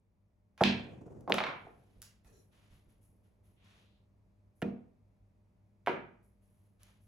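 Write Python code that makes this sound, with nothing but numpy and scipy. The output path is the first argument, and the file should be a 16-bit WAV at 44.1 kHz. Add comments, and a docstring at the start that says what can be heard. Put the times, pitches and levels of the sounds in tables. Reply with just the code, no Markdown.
"""A carpeted room with a small snooker table, close by and slightly right of a stereo microphone.
The cue strikes, two balls clack, one rumbles over the cloth and rattles into a pocket while the cue
ball kisses another. Blows ring the wooden frame, and the heaviest set the bed booming. The player
steps round the table, reaches in with a swish of sleeve and puts balls down, over a low room hum."""
import sys
import numpy as np
from scipy import signal
from scipy.fft import rfft, irfft
from scipy.io import wavfile

SR = 44100
rng = np.random.default_rng(int(sys.argv[2]) if len(sys.argv) > 2 else 0)


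def store_pcm(level_fs):
    """Save levels as 16-bit WAV."""
    pcm = np.round(np.clip(level_fs, -1, 1) * 32767).astype(np.int16)
    wavfile.write(sys.argv[1], SR, np.atleast_2d(pcm).T)


N = 311787
TIME, RING = np.arange(N) / SR, np.arange(SR) / SR  # clocks of the scene and of one blow [s]
DIRECTIONS = 3  # paths from a blow out to the walls


# ball on ball: (time [s], level [dB], pitch [Hz], sharp tip [dB], near rail echo [dB], room [dB])
CLACKS = [(0.6376, -4.5, 2610, -18.5, -10.5, 3.5), (1.3225, -2.5, 2410, -37, -22, -11),
          (1.4389, -23, 2650, -20, -8.5, -2)]

def clacks(near_rail_s=.0012, far_rail_s=.0055, far_rail_db=-20, lead_s=.001):
    """A ball's brief acceleration radiates a wavelet that the rails throw back;
    each clack has its own pitch and sharp tip."""
    def wavelet(hz, tip_db, delay):
        phase = (RING[:SR // 50] - lead_s - delay) * hz * np.pi
        body, tip = ((2 * v ** 2 - 1) * np.exp(-v ** 2) for v in (phase, 2 * phase))
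        return body + amp(tip_db) * tip
    for s, db, hz, tip_db, rail_db, room_db in CLACKS:
        paths = [(0, 0), (near_rail_s, rail_db), (far_rail_s, far_rail_db)]
        sound = sum(amp(path_db) * wavelet(hz, tip_db, delay) for delay, path_db in paths)
        sound = edge(sound, 1700, "high", order=2)  # small balls radiate little bass
        yield s - lead_s, amp(db) * sound, room_db


# padded blows of cue tip, cushion and hand:
# (time [s], level [dB], low edge [Hz], high edge [Hz], frame ring [dB], room [dB])
THUDS = [(0.6105, -20, 630, 840, -3.5, -19), (0.6131, -23, 196, 284, -15.5, -17.5),
         (0.6188, -21.5, 600, 760, -14, -14), (0.6364, -32.5, 295, 830, -18.5, 3),
         (1.079, -55.5, 405, 880, -12.5, -6.5), (1.277, -35, 507, 830, -13.5, 5.5),
         (1.2984, -28.5, 340, 920, -12, -1), (1.304, -27.5, 600, 864, -15, -10),
         (1.343, -32.5, 514, 1094, -18, -8), (1.412, -32, 650, 1147, -18, -5),
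         (1.669, -48, 416, 825, -11, -4), (4.6231, -32.5, 389, 524, -20.5, -2),
         (4.6256, -29.5, 177, 245, -19.5, -17.5), (5.8732, -26.5, 850, 1140, -18.5, -5.5),
         (5.8802, -26, 540, 855, -16, -11.5), (5.8935, -28.5, 290, 445, -16, -6)]

def thuds():
    """A soft contact gives the wood a dull knock."""
    for s, db, low_hz, high_hz, ring_db, room_db in THUDS:
        yield s, amp(db) * knock(low_hz, high_hz, ring_db), room_db


# ball and cue on wood and pocket jaws, and small knocks nearby:
# (time [s], level [dB], low edge [Hz], high edge [Hz], snap [dB], frame ring [dB], room [dB])
RAPS = [(0.578, -59.5, 785, 5960, -56, -6, 10), (.608, -32, 755, 1610, -47.5, -13.5, 2.5),
        (1.3417, -34, 900, 3700, -26, -27, 0.5), (1.383, -29, 650, 3600, -45, -29, -3.5),
        (1.386, -30, 651, 3800, -45.5, -25, -3.5), (1.4042, -31, 750, 2750, -49, -13.5, -2.5),
        (1.4383, -34.5, 593, 3860, -57, -13, 0), (1.442, -37, 800, 2423, -51.5, -12, -4),
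        (1.467, -37.5, 820, 3000, -52, -31, 5.5), (2.027, -62.5, 1520, 2600, -64, -11, -0.5),
        (2.247, -74, 690, 3220, -60.5, -6, 10.5), (4.6188, -41.5, 1368, 2700, -40, -9, -9.5),
        (4.6245, -40, 1500, 2660, -43.5, -8.5, -15.5), (5.863, -47.5, 1207, 3200, -48, -14.5, 5),
        (5.8721, -31.5, 950, 2480, -42, -23.5, 0.5), (5.883, -36.5, 898, 3000, -60, -21.5, -2),
        (5.892, -37, 1000, 2500, -57.5, -21, -13.5)]

def raps():
    """A hard contact gives a brighter knock with a snap on top."""
    for s, db, low_hz, high_hz, snap_db, ring_db, room_db in RAPS:
        yield s, amp(db) * knock(low_hz, high_hz, ring_db) + amp(snap_db) * snap(), room_db


# modes of the wooden rails and panels: (frequency [Hz], level [dB], t60 [s])
FRAME_MODES = [(372, -2, 0.11), (462, -4, 0.17), (658, 1.5, 0.033), (751, 1, 0.042), (874, -6, 0.046),
               (1060, -8.5, 0.045), (1347, -12, 0.17), (1910, -12, 0.075), (2480, -9.5, 0.12),
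               (3090, -11.5, 0.043)]

def knock(low_hz, high_hz, ring_db, push_db=-2, crack_t60=.032, skirt_db=-29):
    """Struck wood, one row per direction: a push, a dry crack and the frame's ring."""
    hz, db, t60 = np.transpose(FRAME_MODES)[:, :, None]
    phase, detune = rng.uniform(-1, 1, (2, *hz.shape))  # each spot rings the frame in its own way
    hz = hz * (1 + .012 * detune)
    modes = (amp(db - 60 * RING / t60) * np.sin(np.pi * (2 * hz * RING + phase))).sum(0)
    crack = amp(-60 * RING / crack_t60) * rng.standard_normal((DIRECTIONS, SR))  # countless brief modes
    blow = amp(push_db) * unit(signal.unit_impulse(SR)) + unit(crack)
    blow = edge(unit(blow), 1900, "low", order=1)  # wood gives a little
    ring = edge(unit(modes), low_hz, "high", order=3)  # a stiff spot hardly wakes the lower modes
    wood = edge(blow + amp(ring_db) * ring, low_hz, "high", order=2)
    treble_skirt = amp(skirt_db) * edge(wood, 3300, "low", order=2)
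    wood = edge(wood, high_hz, "low", order=4) + treble_skirt  # harder contact, higher edge
    return wood / np.sqrt(np.sum(wood ** 2, axis=1, keepdims=True) / (SR // 100))  # as if 10 ms long


# hard things touching: (time [s], level [dB], room [dB])
TICKS = [(0.61, -46, 18), (.6378, -32, 0), (1.209, -54, -3), (1.298, -37, 4.5), (2.0192, -33.5, 5),
         (2.027, -38, -7.5), (6.8329, -43, -4.5)]

def ticks():
    """A light touch makes only a snap."""
    for s, db, room_db in TICKS:
        yield s, amp(db) * snap(), room_db


# spectrum of a hard contact: (frequency [Hz], level [dB])
SNAP_COLOUR = [(300, -29.5), (1300, -14.5), (3000, -12), (6500, -4.5), (8500, -7.5), (10800, 0),
               (12500, -7), (16000, -11)]

def snap(t60=0.031):
    """One bright impulse with a brief chatter after it."""
    chatter = rng.standard_normal(SR) * amp(-60 * RING / t60)
    contact = unit(signal.unit_impulse(SR)) + .5 * unit(chatter)
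    sound = colour(contact[None], SNAP_COLOUR)[0]
    return sound / np.sqrt(np.sum(sound ** 2) / (SR // 1000)) / 2


# modes of the bed under the cloth: (frequency [Hz], level [dB], t60 [s])
BED_MODES = [(52, -18.5, 0.38), (91.5, -19, 0.6), (104, -19, 0.25), (147, -7.5, 0.4), (200.8, 9, 0.34),
             (238.7, 3.5, 0.41), (295.3, -7.5, 0.28), (364, 0, 0.19), (486, -14.5, 0.22)]
# heavy blows: (time [s], level [dB])
BOOMS = [(.624, -20.5), (1.298, -33), (4.635, -32), (5.874, -42)]

def bed_booms(rise_s=.027):
    """After a heavy blow the broad bed swells into a low boom."""
    hz, db, t60 = np.transpose(BED_MODES)[:, :, None]
    modes = (amp(db - 60 * RING / t60) * np.sin(2 * np.pi * hz * RING)).sum(0)
    boom = modes * (1 - np.exp(-RING / rise_s)) ** 2
    out = np.zeros(N)
    for s, level_db in BOOMS:
        add(out, s, amp(level_db) * boom)
    return direct(out)


# runs over the cloth: (start [s], length [s], level [dB], fall [dB/s])
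ROLLS = [(0.629, 0.61, -51.5, 1.5), (1.355, 0.75, -56, 27.5), (2.302, 1.6, -77, 0.5)]
# spectrum of the rumble: (frequency [Hz], level [dB])
ROLL_COLOUR = [(30, -23.5), (80, -4), (130, 1), (200, -2), (270, -5.5), (450, -6.5), (750, -16.5),
               (1300, -31), (4000, -53.5), (7000, -44), (15000, -62)]

def rolling(skid_db=8.5, skid_s=0.18):
    """Each ball skids loudly, then rumbles over the bed, quieter as it slows."""
    level = np.zeros(N)
    for s, length, db, fall in ROLLS:
        skid = skid_db * np.exp(-abs(TIME - s) / skid_s)
        level += amp(db + skid) * stroke(s, length, attack=0.019, release=0.048, sag_db_per_s=fall)
    return level * rubbing(ROLL_COLOUR, rough_db=2.5, grain_hz=38.3)


# steps round the table: (time [s], level [dB])
STEPS = [(1.621, -71), (1.951, -58), (2.25, -57.5), (2.699, -59), (2.85, -61.5), (3.07, -65)]

def footsteps(t60=0.34, cutoff_hz=100, rise_s=0.013):
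    """Feet land on carpet with soft, low thuds."""
    feet = np.zeros(N)
    onset = 1 - np.exp(-RING / rise_s)
    for s, db in STEPS:
        rumble = edge(rng.standard_normal(SR), cutoff_hz, "low", order=2)
        thud = unit(edge(rumble, 21, "high", order=2))
        add(feet, s, 2 * amp(db - 60 * RING / t60) * onset * thud)
    return direct(feet)


# cloth on cloth as the player moves: (start [s], length [s], rustle [dB], fizz [dB])
SCUFFS = [(1.542, 0.58, -81.5, -88), (2.236, 0.18, -83.5, -79), (2.511, 0.15, -74, -87),
          (2.698, 0.072, -76, -82.5), (2.879, 0.041, -83, -83.5), (3.008, 0.054, -91, -77.5),
          (3.227, 0.035, -84.5, -90), (3.43, 0.069, -84.5, -82.5), (3.63, 0.19, -73.5, -87.5),
          (4.548, 0.07, -100, -83), (6.22, 0.027, -94, -81.5), (6.409, 0.26, -90.5, -85.5),
          (6.79, 0.11, -71, -80.5), (7.001, 0.068, -99.5, -83.5)]
# spectra of folding and of sliding cloth: (frequency [Hz], level [dB])
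RUSTLE_COLOUR = [(300, 1), (1000, 5.5), (1600, 4), (3100, 4), (4800, -4), (7000, -6.5), (10000, -18.5),
                 (16000, -30)]
FIZZ_COLOUR = [(2000, -36), (6000, -4.5), (8500, -2), (10800, 8.5), (13000, -3.5), (16000, -15.5)]

def clothes():
    """Clothes rustle as they fold and fizz as they slide."""
    folding, sliding = np.zeros((2, N))
    for s, length, rustle_db, fizz_db in SCUFFS:
        motion = stroke(s, length, attack=0.021, release=0.071)
        folding += amp(rustle_db) * motion
        sliding += amp(fizz_db) * motion
    rustle = folding * rubbing(RUSTLE_COLOUR, rough_db=1.0, grain_hz=67.6)
    fizz = sliding * rubbing(FIZZ_COLOUR, rough_db=1.5, grain_hz=92.0)
    return rustle + fizz


def sleeve(start_s=3.559, length_s=0.53, swish_db=-75, rustle_db=-73, hurry=0.56):
    """The arm sweeps in quickly and slows gently: a swish of cloth, with a rustle at full speed."""
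    progress = np.clip((TIME - start_s) / length_s, 0, 1)
    speed = abs(np.sin(np.pi * progress ** hurry))
    centre_hz = np.interp(progress, [0, 1], [2800, 3570])  # rises as the sleeve draws tight
    band = edge(rng.standard_normal((2, N)), 800, "low", order=2)
    swish = unit(band * np.sin(2 * np.pi * np.cumsum(centre_hz) / SR))
    rustle = rubbing(RUSTLE_COLOUR, rough_db=1.0, grain_hz=60)
    return amp(swish_db) * speed ** 1.06 * swish + amp(rustle_db) * speed ** 4 * rustle


# faint creaks: (start [s], length [s], gain [dB], pitch [ratio])
CREAKS = [(2.266, 0.011, 2.5, 1.07), (2.32, 0.078, 2, 1)]
# their partials: (base frequency [Hz], half-width [Hz], level [dB])
CREAK_PARTIALS = [(413.5, 34, -71), (1620, 40, -85), (4070, 190, -85), (5700, 270, -80.5), (6940, 380, -82)]

def creaks():
    """Under the player's weight a few wavering partials sound, at a new pitch each time."""
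    out = np.zeros((2, N))
    for s, length, gain_db, pitch in CREAKS:
        tone = np.zeros((2, SR))
        for hz, width_hz, db in CREAK_PARTIALS:
            waver = edge(rng.standard_normal((2, SR)), width_hz, "low", order=2)
            tone += amp(db) * unit(waver * np.sin(2 * np.pi * pitch * hz * RING))
        add(out, s, amp(gain_db) * tone * stroke(0, length, attack=0.0083, release=0.037)[:SR])
    return out


# decay of the carpeted room: (frequency [Hz], t60 [s])
ROOM_T60 = [(100, 0.77), (300, 0.44), (900, 0.49), (2500, 0.45), (5000, 0.33), (11000, 0.25)]
# spectrum of its reflections: (frequency [Hz], level [dB])
ROOM_COLOUR = [(100, 7), (400, -1.5), (1200, -4.5), (3000, -4.5), (6000, -3.5), (12000, -11)]

def room(x, build_s=0.0085, gap_s=0.0026, near_db=-9, near_t60=0.041):
    """Rails and cloth scatter at once; wall reflections thicken, then each band dies at its own speed."""
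    hz, t, bands = signal.stft(diffuse(SR), SR, nperseg=256)
    bands = bands * amp(-60 * t / read(ROOM_T60, hz)[:, None])
    tail = signal.istft(bands, SR, nperseg=256)[1][:, :SR]
    tail *= 1 - np.exp(-np.maximum(RING - gap_s, 0) / build_s)
    scatter = diffuse(SR) * amp(-60 * RING / near_t60)
    response = colour((unit(tail) + amp(near_db) * unit(scatter)) / np.sqrt(SR), ROOM_COLOUR)
    return signal.fftconvolve(x[None], response, axes=1)[:, :N]


# room tone all round the microphone: (frequency [Hz], level [dB])
AIR_COLOUR = [(20, -24), (35, -15.5), (50, -0.5), (75, -6), (105, -5), (135, -13.5), (200, -9.5),
              (260, -18), (600, -24.5), (1000, -29.5), (1500, -38), (2400, -38.5), (3000, -45.5),
              (11500, -51.5), (15000, -62)]
# tones of the hum: (frequency [Hz], level [dB])
HUM_TONES = [(97.5, -76.5), (102.5, -72.5), (199.2, -79.5), (602.9, -89.5)]

def room_tone(air_db=-69.5, swell_s=1.6):
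    """Low room noise and a beating hum swell, then hold their level."""
    hum = sum(amp(db) * np.sqrt(2) * np.sin(2 * np.pi * (hz * TIME + rng.random()))
              for hz, db in HUM_TONES)
    air = unit(colour(diffuse(N), AIR_COLOUR))
    swell = amp(air_db + np.interp(TIME, [0, swell_s], [-4.5, 0]))
    return hum * np.interp(TIME, [0, 1.], [.35, 1]) + swell * air


# stereo width at the microphone: (frequency [Hz], side over mid [ratio])
SPREAD = [(60, 0.27), (150, 0.32), (300, 0.46), (600, 0.77), (1200, 0.9), (3500, 0.84), (10000, 0.097)]

def diffuse(size):
    """Noise from all sides: widest in the midrange, narrow in the bass and top treble."""
    mid, side = rfft(rng.standard_normal((2, size)))
    width = read(SPREAD, np.fft.rfftfreq(size, 1 / SR))
    return np.array([irfft((mid + sign * width * side) / np.hypot(1, width), size) for sign in (1, -1)])


def direct(x):
    """The table is slightly to the right, so the left side is softer and a sample later."""
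    return np.array([amp(-3.5) * np.roll(x, 1), amp(-1.44) * x])


def in_room(hits):
    """Each hit (time [s], sound, room [dB]) reaches the microphone directly and off the walls."""
    near, far = np.zeros(N), np.zeros((DIRECTIONS, N))
    for s, sound, room_db in hits:
        add(near, s, np.atleast_2d(sound)[0])
        add(far, s, amp(room_db) * sound)
    reflections = sum(room(x) for x in far) / np.sqrt(DIRECTIONS)
    return direct(near) + amp([[-.6], [.6]]) * reflections


def rubbing(spectrum, rough_db, grain_hz):
    """Friction noise whose strength flutters with the unevenness of the surfaces."""
    bumps = unit(edge(rng.standard_normal(N), grain_hz, "low", order=2))
    return unit(colour(diffuse(N) * amp(rough_db * bumps), spectrum))


def stroke(start, length, attack, release, sag_db_per_s=0):
    """Gain that rises, holds or sags, and dies away; times in seconds."""
    age = np.maximum(TIME - start, 0)
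    fade = np.exp(-np.maximum(age - length, 0) / release)
    return np.minimum(age / attack, 1) * amp(-sag_db_per_s * age) * fade


def colour(x, points, size=2048):
    """Causal filter with the given spectrum."""
    log_gain = np.log(amp(read(points, abs(np.fft.fftfreq(size, 1 / SR)))))
    taps = np.fft.ifft(np.exp(np.conj(signal.hilbert(log_gain)))).real
    return signal.oaconvolve(x, taps[None], axes=1)[:, :x.shape[1]]


def edge(x, hz, kind, order):
    """Butterworth low-pass or high-pass."""
    return signal.sosfilt(signal.butter(order, hz, kind, fs=SR, output="sos"), x)


def amp(db):
    """Decibels to gain."""
    return 10 ** (np.asarray(db) / 20)


def unit(x):
    """Scales to an rms of one."""
    return x / np.sqrt(np.mean(x ** 2) + 1e-20)


def read(points, hz):
    """Reads a curve on a log-frequency axis."""
    f, value = np.transpose(points)
    return np.interp(np.log(hz + 1), np.log(f), value)


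def add(mix, s, sound):
    """Adds a sound to the mix at time s."""
    part = mix[..., max(round(s * SR), 0):][..., :sound.shape[-1]]
    part += sound[..., :part.shape[-1]]


def scene():
    """The table close by, the player moving round it, the room behind."""
    table = in_room([*clacks(), *thuds(), *raps(), *ticks()]) + bed_booms() + rolling()
    player = footsteps() + clothes() + sleeve() + creaks()
    return table + player + room_tone()


# left microphone port behind the right: (frequency [Hz], phase lag [rad])
PORT_LAG = [(7000, 0.5), (8000, -7), (9000, -11), (10300, 0.48), (12000, -0.5), (13500, 3.5), (15000, -0.3)]

def record(dry, limit_hz=16300):
    """The microphone's two ports agree in the bass and part in phase in the band-limited treble."""
    size = N + N % 2
    hz = np.fft.rfftfreq(size, 1 / SR)
    lag = read(PORT_LAG, hz) * np.minimum(hz / PORT_LAG[0][0], 1)
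    turn = np.exp(-.5j * lag)  # half to each side
    heard = irfft(rfft(dry, size) * np.array([turn, turn.conj()]))[:, :N]
    low_pass = signal.firwin(511, limit_hz, window=("kaiser", 9), fs=SR)
    return signal.oaconvolve(heard, low_pass[None], "same")


dry = scene()
out = record(dry)
store_pcm(out)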